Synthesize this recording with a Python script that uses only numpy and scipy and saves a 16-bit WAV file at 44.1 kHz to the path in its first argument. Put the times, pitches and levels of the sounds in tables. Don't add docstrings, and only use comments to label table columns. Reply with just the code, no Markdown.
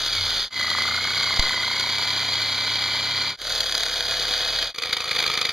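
import sys
import numpy as np
from scipy import signal
from scipy.fft import irfft
from scipy.io import wavfile
from scipy.ndimage import uniform_filter1d

SR = 44100
rng = np.random.default_rng(int(sys.argv[2]) if len(sys.argv) > 2 else 0)


def makeup_ratio(level_db):
    decades = np.asarray(level_db, float) / 20
    return 10 ** decades


def generate_wav(signal):
    frames = np.transpose(np.atleast_2d(signal))
    scaled = np.clip(frames, -1, 1) * 32767
    pcm = np.round(scaled).astype(np.int16)
    wavfile.write(sys.argv[1], SR, pcm)


N = 243431

# start_s, end_s, fade_in_s, fade_out_s
TAKES = [
    (0, .499, .0001, 0.093),
    (.499, 3.368, 0.1, .075),
    (3.368, 4.736, 0.17, 0.086),
    (4.736, 5.6, 0.12, .01),
]
BITES = [(.3, .05, .75, .05, .2, .3), (.98, .035, .66, .06, .57, .8), (.4, .04, .05, .08, .4, .3),
         (.96, .06, .33, .05, .0, .3)]
GEAR = 70.0


def evened(x):
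    return x / np.sqrt(np.mean(x ** 2) + 1e-20)


def read(points, hz):
    f, value = np.transpose(points)
    return np.interp(np.log(hz + 1), np.log(f + 1), value)


def colour(x, db_of):
    log_gain = np.log(makeup_ratio(db_of(abs(np.fft.fftfreq(8192, 1 / SR)))))
    response = np.exp(np.conj(signal.hilbert(log_gain)))[:4097]
    return signal.oaconvolve(x, irfft(response)[:4096])[:len(x)]


def wander(size, hz):
    span = max(int(SR / hz), 2)
    return evened(uniform_filter1d(uniform_filter1d(rng.standard_normal(size), span), span))


def crest(turns, at, width):
    return np.exp((np.cos(2 * np.pi * (turns - at)) - 1) / (2 * np.pi * width) ** 2)


def chips(size, per_s, spread_db):
    clicks = (rng.random(size) < per_s / SR) * rng.standard_normal(size)
    clicks = clicks * makeup_ratio(spread_db * np.minimum(rng.exponential(1, size), 4))
    return evened(evened(clicks) + 1.14 * rng.standard_normal(size))


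def blade_motion(k, t):
    # time_s, blade_strokes_per_s
    stroke_rates = [
        [(0, 37.3), (.27, 29), (.49, 26)],
        [(.51, 29.515), (.71, 28.193), (1.14, 32.147), (1.54, 28.456), (1.88, 32.444), (2.23, 34.222),
         (2.6, 33.123), (3.23, 33.77), (3.36, 33.443)],
        [(3.39, 38.276), (3.55, 36.761), (3.93, 34.897), (4.54, 36.099), (4.73, 35.002)],
        [(4.75, 27.182), (5.14, 27.149), (5.52, 26.033)],
    ]
    s, rate = np.transpose(stroke_rates[k])
    inertia_s = 0.155
    rate = uniform_filter1d(np.interp(t, s, rate), size=round(inertia_s * SR), mode="nearest")
    turns = np.cumsum(rate) / SR
    return rate, turns - np.interp(s[0], t, turns)


def hand_feed(t):
    # time_s, rasp_db, chatter_db
    feed_curve = [(0, -25, 0), (.32, -24.5, -3), (.45, -24, 3), (.6, -27.5, 6.5), (.83, -26, -1),
                  (1.05, -26.5, 4.5), (1.2, -24.5, 3.5), (1.68, -26.5, -1), (1.98, -25.5, 4.5),
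                  (2.6, -25, 0), (3.45, -25.5, 1.5), (3.72, -29.5, -1.5), (4.08, -27, 1), (4.6, -25.8, -1),
                  (4.82, -31.5, -0.5), (5.06, -32.5, 1), (5.2, -25.5, -0.5), (5.52, -30, -2)]
    s, rasp_db, chatter_db = np.transpose(feed_curve)
    return np.interp(t, s, rasp_db), np.interp(t, s, chatter_db)


def cutting(k, t, turns, rasp_db, chatter_db, caught):
    # mode_hz, width_hz, lift_db
    ring_modes = [
        [(1430, 190, 7), (2230, 180, -1.5), (3430, 240, 6), (4600, 1700, 4.5), (6530, 560, 5.5)],
        [(200, 53, -3.5), (1005, 26, 7.5), (1202, 21, 6), (1462, 52, 9), (2044, 86, 10.5), (2210, 120, 4.5),
         (3264, 160, 6), (4140, 370, 6), (4630, 220, 5), (6160, 780, 3.5), (7080, 134, 14.5)],
        [(200, 130, -2.5), (489, 69, 6), (676, 104, 8.5), (1520, 510, 6.5), (3330, 220, 6.5), (3870, 220, 4),
         (4550, 900, 4.5), (6530, 910, 4.5)],
        [(475, 61, 12), (730, 24, 11), (1253, 174, 12.5), (2390, 430, 9), (3470, 290, 5), (4600, 170, 5),
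         (6550, 210, 6)],
    ]
    # freq_hz, level_db
    rasp_colour = [(30, -34), (100, -13), (250, -17), (600, -8.5), (1200, -8.5), (2000, -6), (3000, 1),
                   (5000, 1), (8000, 0), (15000, 2.5)]
    # freq_hz, level_db
    bite_colour = [(100, -17), (300, -13.5), (800, -16.5), (1300, -12.5), (2200, -5), (3500, -2),
                   (5000, -1), (8000, 0), (15000, 0.5)]
    # low_lift_db, fizz_lift_db, fizz_drift_db_per_s, first_bite_db, second_bite_db
    camera_views = [(0, 2, -4.5, -5, -1), (1.88, 0.5, -0.9, -1, 0.5), (0.84, 6, -4, -0.5, 5.5),
                    (-0.5, 1.5, -2, 10.5, 9)]
    low_db, fizz_db, drift_db, first_db, second_db = camera_views[k]
    first, first_width, second, second_width, _, _ = BITES[k]
    size = len(t)

    def rings(hz):
        lift = sum((makeup_ratio(db) - 1) / (1 + (2 * (hz - f) / w) ** 2) for f, w, db in ring_modes[k])
        return 20 * np.log10(1 + lift)

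    rasp = chips(size, 4000, 2.5) * makeup_ratio(rasp_db + 1.2 * wander(size, 250) - 2.1)
    luck = makeup_ratio(1.3 * wander(size, 80))
    bite = makeup_ratio(first_db + chatter_db) * crest(turns, first, first_width)
    bite = bite + makeup_ratio(second_db + chatter_db) * crest(turns, second, second_width)
    bites = chips(size, 4000, 1.8) * bite * luck * makeup_ratio(rasp_db - 2.5) + caught
    cut = colour(rasp, lambda hz: read(rasp_colour, hz) + rings(hz) + 6.44)
    cut = cut + colour(bites, lambda hz: read(bite_colour, hz) + rings(hz) + 6.56)

    low = signal.sosfiltfilt(signal.butter(4, 2700, fs=SR, output="sos"), cut)
    fizz = signal.sosfiltfilt(signal.butter(6, 5500, "high", fs=SR, output="sos"), cut)
    low_db = low_db - 0.15 * (rasp_db - rasp_db.mean())
    fizz_db = fizz_db + drift_db * (t - t[0])
    return cut + (makeup_ratio(low_db) - 1) * low + (makeup_ratio(fizz_db) - 1) * fizz


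def snags():
    # time_s, peak_db, ring_ms
    single_snags = [(0.061, -7.5, 1.6), (0.1496, -7.5, 1.5), (0.3017, -9, 2), (0.7008, -5.5, 1.1),
                    (1.3934, 0.5, 1.6), (1.4244, -6.5, 1.4), (1.4925, -5.5, 1.1), (1.7956, -3.5, 1.5),
                    (1.8078, -5.5, 1.1), (2.3302, -14, 2.2), (2.4168, -11, 1.5), (3.4141, -4, 1.6),
                    (3.6030, -6.5, 2.3), (3.693, -8, 1.5), (4.0056, -5, 1.2), (4.1107, -3, 0.58),
                    (4.587, -13, 1.4), (4.6246, -5, 1.26), (4.759, -3, 1.4), (4.8343, -5, 1.3),
                    (4.9265, -4, 3.1), (5.11, -6.5, 2.4), (5.202, -10, 0.84), (5.3745, -3, 1.44)]
    # first_s, last_s, rough_gap_s, first_db, last_db
    snag_runs = [(0.362, .38, .018, -8, -10), (0.595, .63, .018, -7, -10), (.7844, .8194, .035, -10, -9.5),
                 (1.647, 1.6786, .034, -13, -9), (3.7218, 3.832, .028, -4, -3.5),
                 (3.861, 3.9205, .029, -6.5, -28), (4.28, 4.336, .028, -9, -14),
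                 (4.7444, 4.8217, .037, 3, -6), (4.9677, 5.0772, .037, -7.5, -14),
                 (5.1474, 5.3374, .037, -13, -8.5), (5.161, 5.3144, .038, -8.5, -13),
                 (5.4124, 5.4899, .037, -4, -6)]
    snag_shapes = [(1.54, 2), (1.54, 2), (.7, .7), (2.6, 3.5)]
    ring_share, luck_db = 0.051, 0.84
    rows = list(single_snags)
    for first, last, gap, first_db, last_db in snag_runs:
        for share in np.linspace(0, 1, num=round((last - first) / gap) + 1):
            db = first_db + share * (last_db - first_db) + luck_db * rng.standard_normal()
            rows.append((first + share * (last - first), db, 1000 * ring_share * gap))

    lead = 300
    out = np.zeros(N + 1500)
    t = np.arange(-lead, 900)
    for s, db, ms in rows:
        rise, roundness = snag_shapes[sum(s > end for _, end, *_ in TAKES)]
        grain = rng.standard_normal(len(t))
        grain = grain / np.sqrt(uniform_filter1d(grain ** 2, size=30))
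        u = np.maximum(1 + (1000 * t / SR / ms - 1.4) / rise, 0)
        swell = (u * np.exp(1 - u)) ** roundness
        out[round(s * SR):][:len(t)] += makeup_ratio(db - 11.9) * grain * swell
    return out[lead:N + lead]


def knock(turns, at, hz, t60):
    size = len(turns)
    slap = np.diff(np.floor(turns - at), prepend=np.floor(turns[0] - at))
    slap = slap * makeup_ratio(1.8 * wander(size, 40))
    rattle = signal.oaconvolve(slap, np.hanning(120))[:size] * rng.standard_normal(size)
    slap = slap + 0.07 * rattle
    spin = np.exp(2j * np.pi * np.cumsum(hz * (1 + 0.025 * wander(size, 30))) / SR)
    decay = 1000 ** (-1 / (t60 * SR))
    ring = (spin * signal.lfilter([1], [1, -decay], slap / spin)).imag
    return evened(np.diff(uniform_filter1d(ring, size=9), prepend=0))


def slaps(k, t, turns):
    # first_slap_db, first_hz_at_start, first_hz_settled, second_slap_db
    slap_levels = [(-47.5, 1380, 2000, -45.5), (-46, 1250, 958, -49.5), (-49, 1500, 1400, -53),
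                   (-47, 1250, 1230, -43.5)]
    # second_slap_hz, first_t60_s, second_t60_s
    slap_rings = [(2260, 0.039, 0.016), (1492, 0.023, 0.033), (1817, 0.03, 0.048), (2340, 0.034, 0.012)]
    # middle_s, half_length_s, first_lift_db, second_lift_db
    flap_spells = [(.8, .17, 8, 0.5), (0.932, 0.12, -0.5, 16), (1.18, 0.14, 4, 8.5),
                   (1.524, 0.32, 7.5, 10.5), (1.89, 0.053, 2.5, -1), (2.952, 0.04, 5.5, 1),
                   (3.443, 0.083, 10.5, 11), (3.79, .07, 0, 11), (4.34, .07, -3, -3), (4.66, .1, -14, 4),
                   (4.84, 0.086, -2, 8), (4.98, .1, 1.5, -3), (5.27, 0.1, 6, 14)]
    first_db, loose_hz, settled_hz, second_db = slap_levels[k]
    second_hz, first_t60, second_t60 = slap_rings[k]
    first, second = BITES[k][0], BITES[k][2]
    looseness = np.clip(1 - ((t - t[0]) / 1.04) ** 2, 0, 1)
    first_hz = settled_hz + (loose_hz - settled_hz) * looseness
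    for middle, half, first_lift_db, second_lift_db in flap_spells:
        spell = np.exp(-((t - middle) / half) ** 2)
        first_db = first_db + first_lift_db * spell
        second_db = second_db + second_lift_db * spell

    tick_lead = 0.06
    body = knock(turns, first - 0.6 * tick_lead, first_hz, first_t60)
    tick = knock(turns, first - tick_lead, 0.89 * first_hz, 0.003)
    return makeup_ratio(first_db) * (body + tick) + makeup_ratio(second_db) * knock(turns, second, second_hz, second_t60)


def gear_whine(k, t, rate, turns):
    # level_db, drift_db_per_s, mode_hz, width_hz, lift_db
    whine_modes = [(-47.5, -2, 2230, 260, 17.5), (-35.5, -0.6, 2046, 370, 8), (-45, 6.5, 2610, 91, 11),
                   (-51, 4, 1900, 200, 5)]
    base_db, creep_db, mode_hz, width_hz, lift_db = whine_modes[k]
    size = len(t)
    whine_db = base_db + creep_db * (t - t[0])
    whine_db = whine_db + lift_db / (1 + (2 * (GEAR * rate - mode_hz) / width_hz) ** 2)
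    gear_at, throb = BITES[k][4:]
    load = crest(turns, gear_at, 0.12) + 0.6 * crest(turns, gear_at + 0.43, 0.06)
    mesh = 1 - throb + throb * 1.8 * load
    lag = 0.5 * np.sin(4 * np.pi * turns + 1.27) + 0.32 * wander(size, 104)
    return np.sin(2 * np.pi * GEAR * turns + lag) * mesh * makeup_ratio(whine_db + 1.5 + 0.4 * wander(size, 87))


def bench_shake(k, t, turns, rasp_db):
    shake_orders = [1, 2, 3, 4, 5, 6, 7, 7.78, 9, 12, 14, 16, 19]
    order_levels = [
        [-80, -54, -52, -72, -59, -70, -74, -59, -73, -69, -56, -66, -56],
        [-60, -62, -47, -53, -55, -66, -58, -53, -56, -60, -67, -58.5, -65],
        [-47, -53.5, -55, -60, -70, -83, -75, -60, -59.5, -55.5, -47, -53.5, -55],
        [-63, -60, -55, -63, -55.5, -60, -67, -76, -70, -58, -65, -54, -50.5],
    ]
    bench_hum = (30, -47)
    mode_swell = (0.21, 0.075, 14)
    shake = {}
    for m, db in zip(shake_orders, order_levels[k]):
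        drift = makeup_ratio(db + 2 + 1.5 * wander(len(t), 5.3))
        shake[m] = drift * np.sin(2 * np.pi * (m * turns + rng.random()))
    if k == 0:
        middle, spread, lift_db = mode_swell
        shake[3] = shake[3] * makeup_ratio(lift_db * np.exp(-((t - middle) / spread) ** 2))
        hum_hz, hum_db = bench_hum
        shake[1] = makeup_ratio(hum_db + 3) * np.sin(2 * np.pi * hum_hz * t)
    return makeup_ratio(0.8 * (rasp_db - rasp_db.mean())) * sum(shake.values())


def take(k, caught):
    start, end, rise, fall = TAKES[k]
    t = np.arange(round(start * SR), min(round(end * SR), N)) / SR
    rate, turns = blade_motion(k, t)
    rasp_db, chatter_db = hand_feed(t)
    caught = caught[round(start * SR):][:len(t)]
    saw = cutting(k, t, turns, rasp_db, chatter_db, caught)
    saw = saw + slaps(k, t, turns)
    saw = saw + gear_whine(k, t, rate, turns)
    saw = saw + bench_shake(k, t, turns, rasp_db)
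    fade = np.clip((t - start) / rise, 0, 1) * np.clip((end - t) / fall, 0, 1)
    return saw * fade ** 1.055


def bump():
    # time_s, level_db, rise_s, fall_s
    camera_push = (1.3938, -6.5, .0016, .0105)
    # freq_hz, level_db, t60_s
    shell_ring = (680, -22, 0.022)
    s, db, rise, fall = camera_push
    hz, ring_db, t60 = shell_ring
    t = np.maximum(np.arange(N) / SR - s, 0)
    shell = makeup_ratio(ring_db - 60 * t / t60) * np.sin(2 * np.pi * hz * t)
    sag = 1.32 * np.exp(-t / fall) - 0.47 * np.exp(-t / 0.028)
    return shell + makeup_ratio(db) * (1 - np.exp(-t / rise)) * sag


def scene():
    caught = snags()
    saw = np.concatenate([take(k, caught) for k in range(len(TAKES))]) + bump()
    return np.array([saw, saw])


def low_pass(x):
    return signal.sosfilt(signal.butter(12, 15680, fs=SR, output="sos"), x)


def record(dry):
    # freq_hz, level_db
    band_shelves = [(20, 1.5), (4950, 0.5), (5100, -10), (5750, -10), (7200, -17.5), (7500, -14),
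                    (8300, -22), (9000, -22), (10300, -22.5), (11300, -25), (13600, -29), (14500, -34.5),
                    (15300, -47), (15900, -77)]
    # freq_hz, width_hz, depth_db
    band_gaps = [(2709, 136, 24.3), (5500, 126, 25.4), (7827, 220, 49), (10840, 154, 33)]
    # freq_hz, level_db
    side_levels = [(100, -75), (1000, -39.5), (1400, -42), (2000, -22), (2800, -15.5), (3500, -12.5),
                   (5000, -9), (6500, -6.5), (9000, -2.5), (12000, -0.5), (15000, 5)]
    ceiling, mute_db = 0.85, -53

    def bands(hz):
        gaps = sum(db * np.exp(-abs((hz - f) / w) ** 0.92) for f, w, db in band_gaps)
        return read(band_shelves, hz) - gaps

    limited = ceiling * np.tanh(colour(dry[0], bands) / ceiling)
    hz, _, z = signal.stft(limited, SR, nperseg=512)
    power = abs(z) ** 2
    total = power.sum(0)
    running = np.minimum(uniform_filter1d(total, size=60), 3 * total)
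    threshold = running * makeup_ratio(mute_db + 2 * rng.standard_normal(z.shape[1])) ** 2
    heard = uniform_filter1d(power, size=4, axis=0) > threshold
    z = z * np.where(heard | (hz < 5000)[:, None], 1, 0.03)

    scatter = np.exp(2j * np.pi * rng.random(z.shape))
    side = z * (0.95 * scatter - 0.7j) * makeup_ratio(read(side_levels, hz))[:, None]
    mid, side = (signal.istft(part, SR, nperseg=512)[1][:N] for part in (z, side))
    return low_pass(np.array([mid + side, mid - side]))


dry = scene()
out = record(dry)
generate_wav(out)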